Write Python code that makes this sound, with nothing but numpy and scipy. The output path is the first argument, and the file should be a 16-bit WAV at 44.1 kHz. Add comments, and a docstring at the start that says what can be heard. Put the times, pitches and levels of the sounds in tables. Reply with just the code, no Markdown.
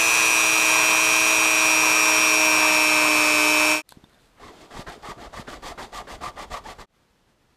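"""A mains-driven rotary tool grinds a groove in a rubber sheet on a bench, heard close and in mono.
Its shaft, armature slots and fan blades radiate tones that sink in pitch under load, over the noise
of air and burr. After a fade, a small steel file is set down and scrapes to and fro, its teeth
catching the rubber while the hands bump the bench. After another fade the quiet workshop remains."""
import sys
import numpy as np
from scipy import signal
from scipy.fft import rfft, irfft, next_fast_len
from scipy.io import wavfile
from scipy.ndimage import uniform_filter1d, map_coordinates

SR = 44100
rng = np.random.default_rng(int(sys.argv[2]) if len(sys.argv) > 2 else 0)


def unload_audio(sound):
    """Save the sound as a 16-bit wav file, at the path given as the first command line argument."""
    columns = np.transpose(np.atleast_2d(sound))
    # keep every value between -1 and 1, then stretch to whole-number steps
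    steps = np.round(np.clip(columns, -1, 1) * 32767)
    wavfile.write(sys.argv[1], SR, steps.astype(np.int16))


N = 333440

# Noise spectra. Each row: frequency in Hz, relative spectral density in dB.
ROOM_SPECTRUM = [(12, -31), (20, 0.5), (59, -1.5), (87, -2), (112, -1.5), (217, -4.5), (1080, -12.5),
                 (4090, -20), (13100, -32.5), (15100, -39)]  # workshop air and hiss
SKIN_SPECTRUM = [(1500, -21), (3000, -6), (4200, 0), (5500, -15), (8000, -8.5), (15500, -23)]  # fingers on rubber
BENCH_SPECTRUM = [(12, -32), (20, 6), (49, 3), (144, -10), (250, -7.5), (320, -27), (550, -120)]  # the bench rumbling
DRUM_SPECTRUM = [(90, -17), (160, -3), (300, 1), (420, 4.5), (650, -27.5), (1500, -90)]  # the sheet drumming
RUBBER_SPECTRUM = [(150, -43), (400, -10), (550, 2.5), (800, 0.5), (1000, -6), (1180, 5), (1300, -7),
                   (1650, -12.5), (1900, -5.5), (2100, -7.5), (2500, -27), (4000, -37), (9000, -80)]  # the sheet scraped on the bench
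CREAK_SPECTRUM = [(150, -20), (450, 0), (900, -2), (1400, -8), (3000, -37), (8000, -80)]  # the loaded sheet
GRIT_SPECTRUM = [(1200, -8.5), (2200, -2.5), (2900, -4.5), (3450, -1), (4100, -6), (4650, -3.5),
                 (5500, -9.5), (7240, -9), (11000, -19), (15300, -26)]  # teeth rasping
BITE_SPECTRUM = [(300, -0.5), (900, -1), (1600, 2), (2500, -12), (4500, -21), (8000, -35), (15300, -48)]  # teeth digging in
FAN_SPECTRUM = [(2200, -22.5), (3100, -0.5), (3400, -2.5), (3900, 2), (4500, -5), (5300, -4), (6600, 0.5),
                (7400, -4), (8000, -0.5), (8900, -2.5), (9600, -4.5), (10800, -11.5), (11800, -10.5),
                (15500, -19.5)]  # fan air
BURR_SPECTRUM = [(20, -37), (40, -26.5), (130, -19), (250, -21.5), (500, -15), (800, -11), (1050, -1.5),
                 (1250, -7), (1500, -10.5), (2000, -12), (2500, -13), (3000, -14), (4000, -30)]  # the burr cutting rubber
# Modes of vibration. 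Each row: frequency in Hz, relative level in dB, t60 in seconds.
SNAP_MODES = [(4320, -5, 0.0065), (7500, -17, .004), (11000, -3, 0.0033)]
SHEET_MODES = [(1000, -4, 0.014), (1560, -8.5, 0.0096)]
FILE_MODES = [(3620, 1.5, 0.031)]
# The file touches down and shifts. Each row: start in seconds, then snap, knock and ring in dB.
FILE_TICKS = [(3.8913, -26, -57, -57), (3.9227, -29, -29.5, -51.5), (4.042, -54, -40, -49),
              (4.0966, -55, -60.5, -61.5), (4.1454, -57, -51, -57), (4.1894, -56.5, -56, -63),
              (4.8994, -39, -36, -44), (5.1194, -43, -26, -54), (5.6585, -38.5, -34.5, -45),
              (5.796, -40.5, -33, -47.5)]
# A hand bumps the bench. Each row: start in seconds, level in dB.
HAND_BUMPS = [(3.9675, -33), (4.034, -36), (4.789, -25.5), (5.084, -28), (5.168, -36), (5.392, -25.5)]
# Fingers brush the sheet. Each row: start and length in seconds, bright and dull levels in dB.
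FINGER_BRUSHES = [(3.885, .04, -49, -71), (3.932, 0.035, -64, -61), (4.07, 0.11, -70, -60),
                  (4.19, 0.11, -67, -66), (4.362, 0.11, -73, -50)]
# Push and pull in turn. Each row: start and end in seconds, fastest point as a share of the stroke,
# scrape and hiss in dB, top tooth rate in Hz, first bite in dB.
FILE_STROKES = [(4.396, 4.549, 0.39, -44.5, -52.5, 1100.0, -50), (4.532, 4.67, 0.7, -51, -53, 600.0, -50),
                (4.704, 4.836, 0.72, -39, -44.5, 900.0, -38),
                (4.864, 4.982, 0.12, -40, -45.5, 850.0, -25.5),
                (5.022, 5.141, 0.63, -35.5, -44.5, 1150.0, -45.5),
                (5.176, 5.289, 0.56, -40.5, -48.5, 850.0, -40),
                (5.324, 5.435, 0.53, -36.5, -44, 1100.0, -46),
                (5.469, 5.589, 0.47, -39, -45.5, 750.0, -29.5),
                (5.621, 5.737, 0.52, -34.5, -41, 1180.0, -45),
                (5.775, 5.885, 0.33, -38.5, -43.5, 950.0, -28),
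                (5.92, 6.031, 0.45, -33.5, -42, 1100.0, -45), (6.069, 6.175, 0.51, -37, -43.5, 950.0, -34),
                (6.206, 6.312, 0.48, -31.0, -41.0, 1200.0, -36),
                (6.358, 6.461, 0.53, -33.5, -44, 1150.0, -50),
                (6.5, 6.599, 0.55, -32, -40.5, 1200.0, -48.5),
                (6.636, 6.743, 0.62, -36, -44.5, 1050.0, -47), (6.781, 6.9, 0.24, -38, -46, 1050.0, -35)]
# Bench rumble in dB relative to a stroke's hiss: on a push, then on a pull.
ROCKING_DB = [-2, -11]
# The motor under load. Each row: time in seconds, shaft speed in Hz, burr pressure (1 is full).
MOTOR_RUN = [(0.0, 328.4, 0.43), (0.1, 326.3, 0.0), (0.4, 321.1, 0.18), (0.7, 318, .3), (0.85, 317.4, .35),
             (1.15, 318.76, 0.38), (1.45, 318, .45), (1.75, 315.4, 0.66), (1.9, 314.4, 0.56),
             (2.2, 314.13, 0.59), (2.5, 312.4, 0.84), (2.8, 310.2, 0.8), (3.1, 306.79, 0.97),
             (3.25, 305.6, .9), (3.4, 304.86, .85), (3.55, 306.3, 0.94), (3.82, 309.3, 1.06)]
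# Strong shaft harmonics. Each row: order, idle and full-load rms in dB, pressure exponent, flutter in dB.
LOADED_ORDERS = [(1, -41, -30, 1.05, 0.7), (2, -49.5, -30, 0.44, 1.77), (3, -45, -32, 2.4, 2.5),
                 (5, -37, -40, 1.05, 2.7)]
# Weaker shaft harmonics. Each row: order, rms in dB.
WEAK_ORDERS = [(4, -41), (6, -46.5), (7, -41.5), (9, -46.5), (10, -40.5), (15, -47), (16, -44.5),
               (17, -45.5), (22, -44.5), (23, -45), (24, -44.5), (30, -52.5), (32, -48)]
# Magnetic sidebands. Each row: shaft order, offset in multiples of THROB_HZ, rms in dB.
THROB_SIDEBANDS = [(1, 1, -42), (2, 1, -48), (15, -1, -53.5), (15, 1, -54), (16, -2, -52.5), (16, -1, -53),
                   (16, 1, -50.5), (16, 2, -47.5), (18, -1, -62.5), (18, 1, -63)]
# Armature slot whine. Each row: offset in multiples of THROB_HZ, relative level in dB.
SLOT_SIDEBANDS = [(-3, -7), (-2, -1), (-1, 3), (0, 0.0), (1, 1.8), (2, -0.5), (3, -12.5)]
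# Strength of a whine by its pitch. Each row: frequency in Hz, level in dB.
HOUSING_RESPONSE = [(2000, -47.5), (2150, -41), (2300, -31), (2375, -27.5), (2525, -26.5), (2600, -27),
                    (2750, -36.5), (2900, -56.5), (3100, -64)]
COWL_RESPONSE = [(5450, -34.5), (5560, -30), (5660, -26.5), (5750, -29), (5950, -28.5)]
# Tool out, filing in, filing out, quiet room in. Each row: start and end in seconds.
FADE_SPANS = [(3.721, 3.821), (3.815, 3.94), (6.79, 6.86), (6.86, 6.95)]

THROB_HZ, SLOTS, FAN_BLADES = 120, 8, 18  # the magnetic pull throbs at twice the mains frequency
FAINT_DB, FALL_DB, SCATTER_DB = -44, 0.3, -1.5  # unlisted orders: base level, loss per order, spread
BURR_DB, AIR_DB, AIR_SAG_DB = -26, -26, 2.5  # the air sags by this much at full pressure
JERK_SPEED, JERK_S = .14, .003  # the file breaks free with a jump in speed
DRUM_DB, REST_DB = -50.5, [-52, -58.5]  # drumming in a stroke; steady rumble and drumming after LEAN_S
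LEAN_S = 4.75  # both hands lean on the work from here
SHUDDER_DB, SHUDDER_T60_S = -20, .12  # drumming after a bump, relative to the bump
FIZZ_HZ, FIZZ_POWER = 7000, 0.22  # the treble above this grows faster than the hiss
TOP_HZ, EDGE_HZ = 15300, 150


def amp(db):
    """Amplitude ratio of a level in decibels."""
    return 10 ** (np.asarray(db) / 20)


def unit(x):
    """Normalisation to rms 1."""
    return x / np.sqrt(np.mean(x ** 2) + 1e-20)


def along(points, hz):
    """Interpolation of (Hz, value) points on a logarithmic frequency axis."""
    freqs, values = np.transpose(points)
    return np.interp(np.log(hz + 1), np.log(freqs + 1), values)


def wobble(knot_hz):
    """Smooth random modulation: a spline through Gaussian knots."""
    knots = rng.standard_normal(int(N * knot_hz / SR) + 4)
    return map_coordinates(knots, [np.arange(N) * knot_hz / SR])


def filtered(x, response):
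    """Linear filtering: the spectrum is multiplied by a frequency response."""
    size = next_fast_len(N + SR // 2)
    return irfft(rfft(x, size) * response(np.fft.rfftfreq(size, 1 / SR)), size)[..., :N]


def noise(spectrum, grain_db=0, grain_hz=300):
    """Coloured noise of rms 1, made grainy by amplitude modulation."""
    grains = amp(grain_db * wobble(grain_hz)) * rng.standard_normal(N)
    return unit(filtered(grains, lambda hz: amp(along(spectrum, hz))))


def ring(modes, t):
    """Free vibration: damped modes, excited at new strengths by each blow."""
    return sum(amp(db + rng.normal(0, 1.8) - 60 * t / t60) * np.sin(2 * np.pi * hz * t)
               for hz, db, t60 in modes)


def echoes(x, t60, wet_db):
    """Reverberation: reflections from near walls add an exponentially decaying tail."""
    t = np.arange(SR // 5) / SR
    tail = amp(-60 * t / t60) * rng.standard_normal(len(t))
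    return x + amp(wet_db) * signal.fftconvolve(x, tail / np.linalg.norm(tail))[:N]


def workshop():
    """Ambient noise, its density falling toward the treble."""
    return amp(-64) * noise(ROOM_SPECTRUM, grain_db=.7, grain_hz=30)


def fingers():
    """Sliding friction of skin on rubber gives a bright and a dull rustle."""
    t = np.arange(N) / SR
    bright, dull = np.zeros((2, N))
    for start, length, bright_db, dull_db in FINGER_BRUSHES:
        sweep = np.interp(t, start + length * np.array([0, .2, .7, 1.3]), [0, .9, .8, .0049])
        bright += amp(bright_db) * sweep
        dull += amp(dull_db) * sweep
    return (bright * noise(SKIN_SPECTRUM, grain_db=3, grain_hz=320)
            + dull * noise(BITE_SPECTRUM, grain_db=6.5, grain_hz=60))


def bumps():
    """A soft impact gives one slow push and release, and sets the sheet drumming."""
    t = np.arange(SR // 20) / SR
    pulses, shudder = np.zeros((2, N))
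    u = (t - .006) / .001  # time from the pulse centre, in pulse widths
    for start, db in HAND_BUMPS:
        pulses[round(start * SR):][:len(t)] -= amp(db) * u * np.exp(-u * u / 2)
        decay = amp(db + SHUDDER_DB - 60 * t / SHUDDER_T60_S)
        shudder[round(start * SR):][:len(t)] += decay * np.minimum(t / .008, 1)
    return pulses + shudder * noise(DRUM_SPECTRUM, grain_db=4.5, grain_hz=60)


def ticks():
    """A hard impact excites the modes of the contact, the sheet and the steel file."""
    t = np.arange(SR // 20) / SR
    out = np.zeros(N)
    for start, snap_db, knock_db, ring_db in FILE_TICKS:
        crack = .9 * amp(-60 * t / .003) * uniform_filter1d(rng.standard_normal(len(t)), size=3)
        snap = amp(snap_db) * (ring(SNAP_MODES, t) + crack)
        knock = amp(knock_db) * ring(SHEET_MODES, t)
        out[round(start * SR):][:len(t)] += snap + knock + amp(ring_db) * ring(FILE_MODES, t)
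    return out


def filing():
    """Friction: teeth catch the rubber at a rate that rises with speed, shaking sheet and bench."""
    t = np.arange(N) / SR
    scrape, hiss, bite = np.zeros((3, N))
    tooth_hz = np.full(N, 500.)
    rock, drum = amp(REST_DB)[:, None] * (t > LEAN_S)
    for k, (start, end, fastest, scrape_db, hiss_db, top_hz, bite_db) in enumerate(FILE_STROKES):
        times = [start, start + JERK_S, start + fastest * (end - start), end]
        speed = np.sin(np.pi / 2 * np.interp(t, times, [0, JERK_SPEED, 1, 0]))
        scrape += amp(scrape_db) * speed ** 0.89
        hiss += amp(hiss_db) * speed ** 0.88
        rock += amp(hiss_db + ROCKING_DB[k % 2]) * speed ** 1.5
        drum += amp(DRUM_DB) * speed ** 0.48
        tooth_hz += (top_hz - 500) * speed
        bite_age = np.maximum(t - start, 0) / 0.012
        bite += amp(bite_db) * bite_age * np.exp(-bite_age)
    # uneven catching blurs the tooth tone and breaks it into bursts
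    phase = 2 * np.pi * np.cumsum(tooth_hz * (1 + .09 * wobble(200))) / SR
    teeth = (np.cos(phase) + .4 * np.cos(2 * phase)) * amp(4 * wobble(80))
    teeth = unit(filtered(teeth, lambda hz: amp(0.36 * along(RUBBER_SPECTRUM, hz))))
    body = amp(-3.5) * (teeth + noise(RUBBER_SPECTRUM, grain_db=3, grain_hz=120))
    creak = amp(-55) * noise(CREAK_SPECTRUM) + amp(-62) * noise(GRIT_SPECTRUM)
    creak *= t > FILE_STROKES[0][0]  # the file stays pressed down between strokes
    flare = amp(1.2 * wobble(70)) * (1 + 0.37 * np.cos(phase))  # the grit flares at each tooth
    grit = noise(GRIT_SPECTRUM, grain_db=1, grain_hz=600)
    dull = filtered(grit, lambda hz: 1 / (1 + (hz / FIZZ_HZ) ** 4))
    fizz = (hiss / hiss.max()) ** FIZZ_POWER * (grit - dull)
    rasp = hiss * flare * (dull + fizz) + bite * noise(BITE_SPECTRUM, grain_db=2, grain_hz=210)
    shake = rock * noise(BENCH_SPECTRUM, grain_db=4, grain_hz=28)
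    shake += drum * noise(DRUM_SPECTRUM, grain_db=4, grain_hz=45)
    scraping = echoes(scrape * body, t60=0.2, wet_db=-9.5)
    return scraping + echoes(rasp, t60=0.13, wet_db=-13) + creak + shake


def motor_tones(shaft_hz, pressure, shaft_phase, throb_phase):
    """Periodic forces radiate shaft harmonics; modulation by the magnetic pull adds sidebands."""
    def tone(order, db, flutter_db, flutter_hz=12, side=0):
        """One partial with a fluttering level."""
        phase = order * (shaft_phase + order) + side * throb_phase
        return np.sqrt(2) * amp(db + flutter_db * wobble(flutter_hz)) * np.cos(phase)

    tones = np.zeros(N)
    for order, idle_db, full_db, power, flutter_db in LOADED_ORDERS:
        tones += tone(order, idle_db + (full_db - idle_db) * pressure ** power, flutter_db, flutter_hz=7)
    blade_db = along(COWL_RESPONSE, FAN_BLADES * shaft_hz)
    tones += tone(FAN_BLADES, blade_db, flutter_db=0.45, flutter_hz=8)
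    tones += tone(2 * FAN_BLADES, blade_db - 19.5, flutter_db=1.5, flutter_hz=5)
    listed = [row[0] for row in LOADED_ORDERS + WEAK_ORDERS] + [SLOTS, FAN_BLADES, 2 * FAN_BLADES]
    faint = [(order, FAINT_DB - FALL_DB * order + SCATTER_DB * rng.standard_normal())
             for order in range(1, 49) if order not in listed]
    tones += sum(tone(order, db, flutter_db=2.5, flutter_hz=6) for order, db in WEAK_ORDERS + faint)
    tones += sum(tone(order, db, flutter_db=-1.5, side=side) for order, side, db in THROB_SIDEBANDS)
    for side, db in SLOT_SIDEBANDS:  # the housing resonance weights each tone at its present pitch
        housing_db = along(HOUSING_RESPONSE, SLOTS * shaft_hz + side * THROB_HZ)
        tones += tone(SLOTS, db + housing_db, flutter_db=0.22, side=side)
    return tones


def rotary_tool():
    """Rotation drives the motor tones and modulates the broadband noise of burr and fan."""
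    t = np.arange(N) / SR
    times, speeds, pressures = np.transpose(MOTOR_RUN)
    shaft_hz, pressure = np.interp(t, times, speeds), np.interp(t, times, pressures)
    shaft_phase = 2 * np.pi * np.cumsum(shaft_hz) / SR
    throb_phase = 2 * np.pi * THROB_HZ * t + 0.66
    tones = motor_tones(shaft_hz, pressure, shaft_phase, throb_phase)
    burr = amp(BURR_DB + 0.56 * wobble(6)) * noise(BURR_SPECTRUM, grain_db=.5, grain_hz=150)
    burr *= 1 + .04 * np.cos(throb_phase) + .049 * np.cos(shaft_phase)
    air = amp(AIR_DB - AIR_SAG_DB * pressure) * noise(FAN_SPECTRUM, grain_db=.5, grain_hz=110)
    air *= 1 + .03 * np.cos(shaft_phase)
    return tones + burr + air


def scene():
    """Superposition of three scenes under fades: grinding, filing, the quiet workshop."""
    t = np.arange(N) / SR
    tool_out, file_in, file_out, room_in = [np.interp(t, span, [0, 1]) for span in FADE_SPANS]
    room = workshop()
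    grinding = rotary_tool()
    handwork = filing() + ticks() + bumps() + fingers() + amp(4.5) * room
    mono = (1 - tool_out) * grinding + file_in * (1 - file_out) * handwork + room_in * room
    return np.array([mono, mono])


def record(dry):
    """Band limiting: a low-pass with a raised-cosine edge passes nothing above TOP_HZ."""
    return filtered(dry, lambda hz: np.sin(np.pi / 2 * np.clip((TOP_HZ - hz) / EDGE_HZ, 0, 1)) ** 2)


dry = scene()
out = record(dry)
unload_audio(out)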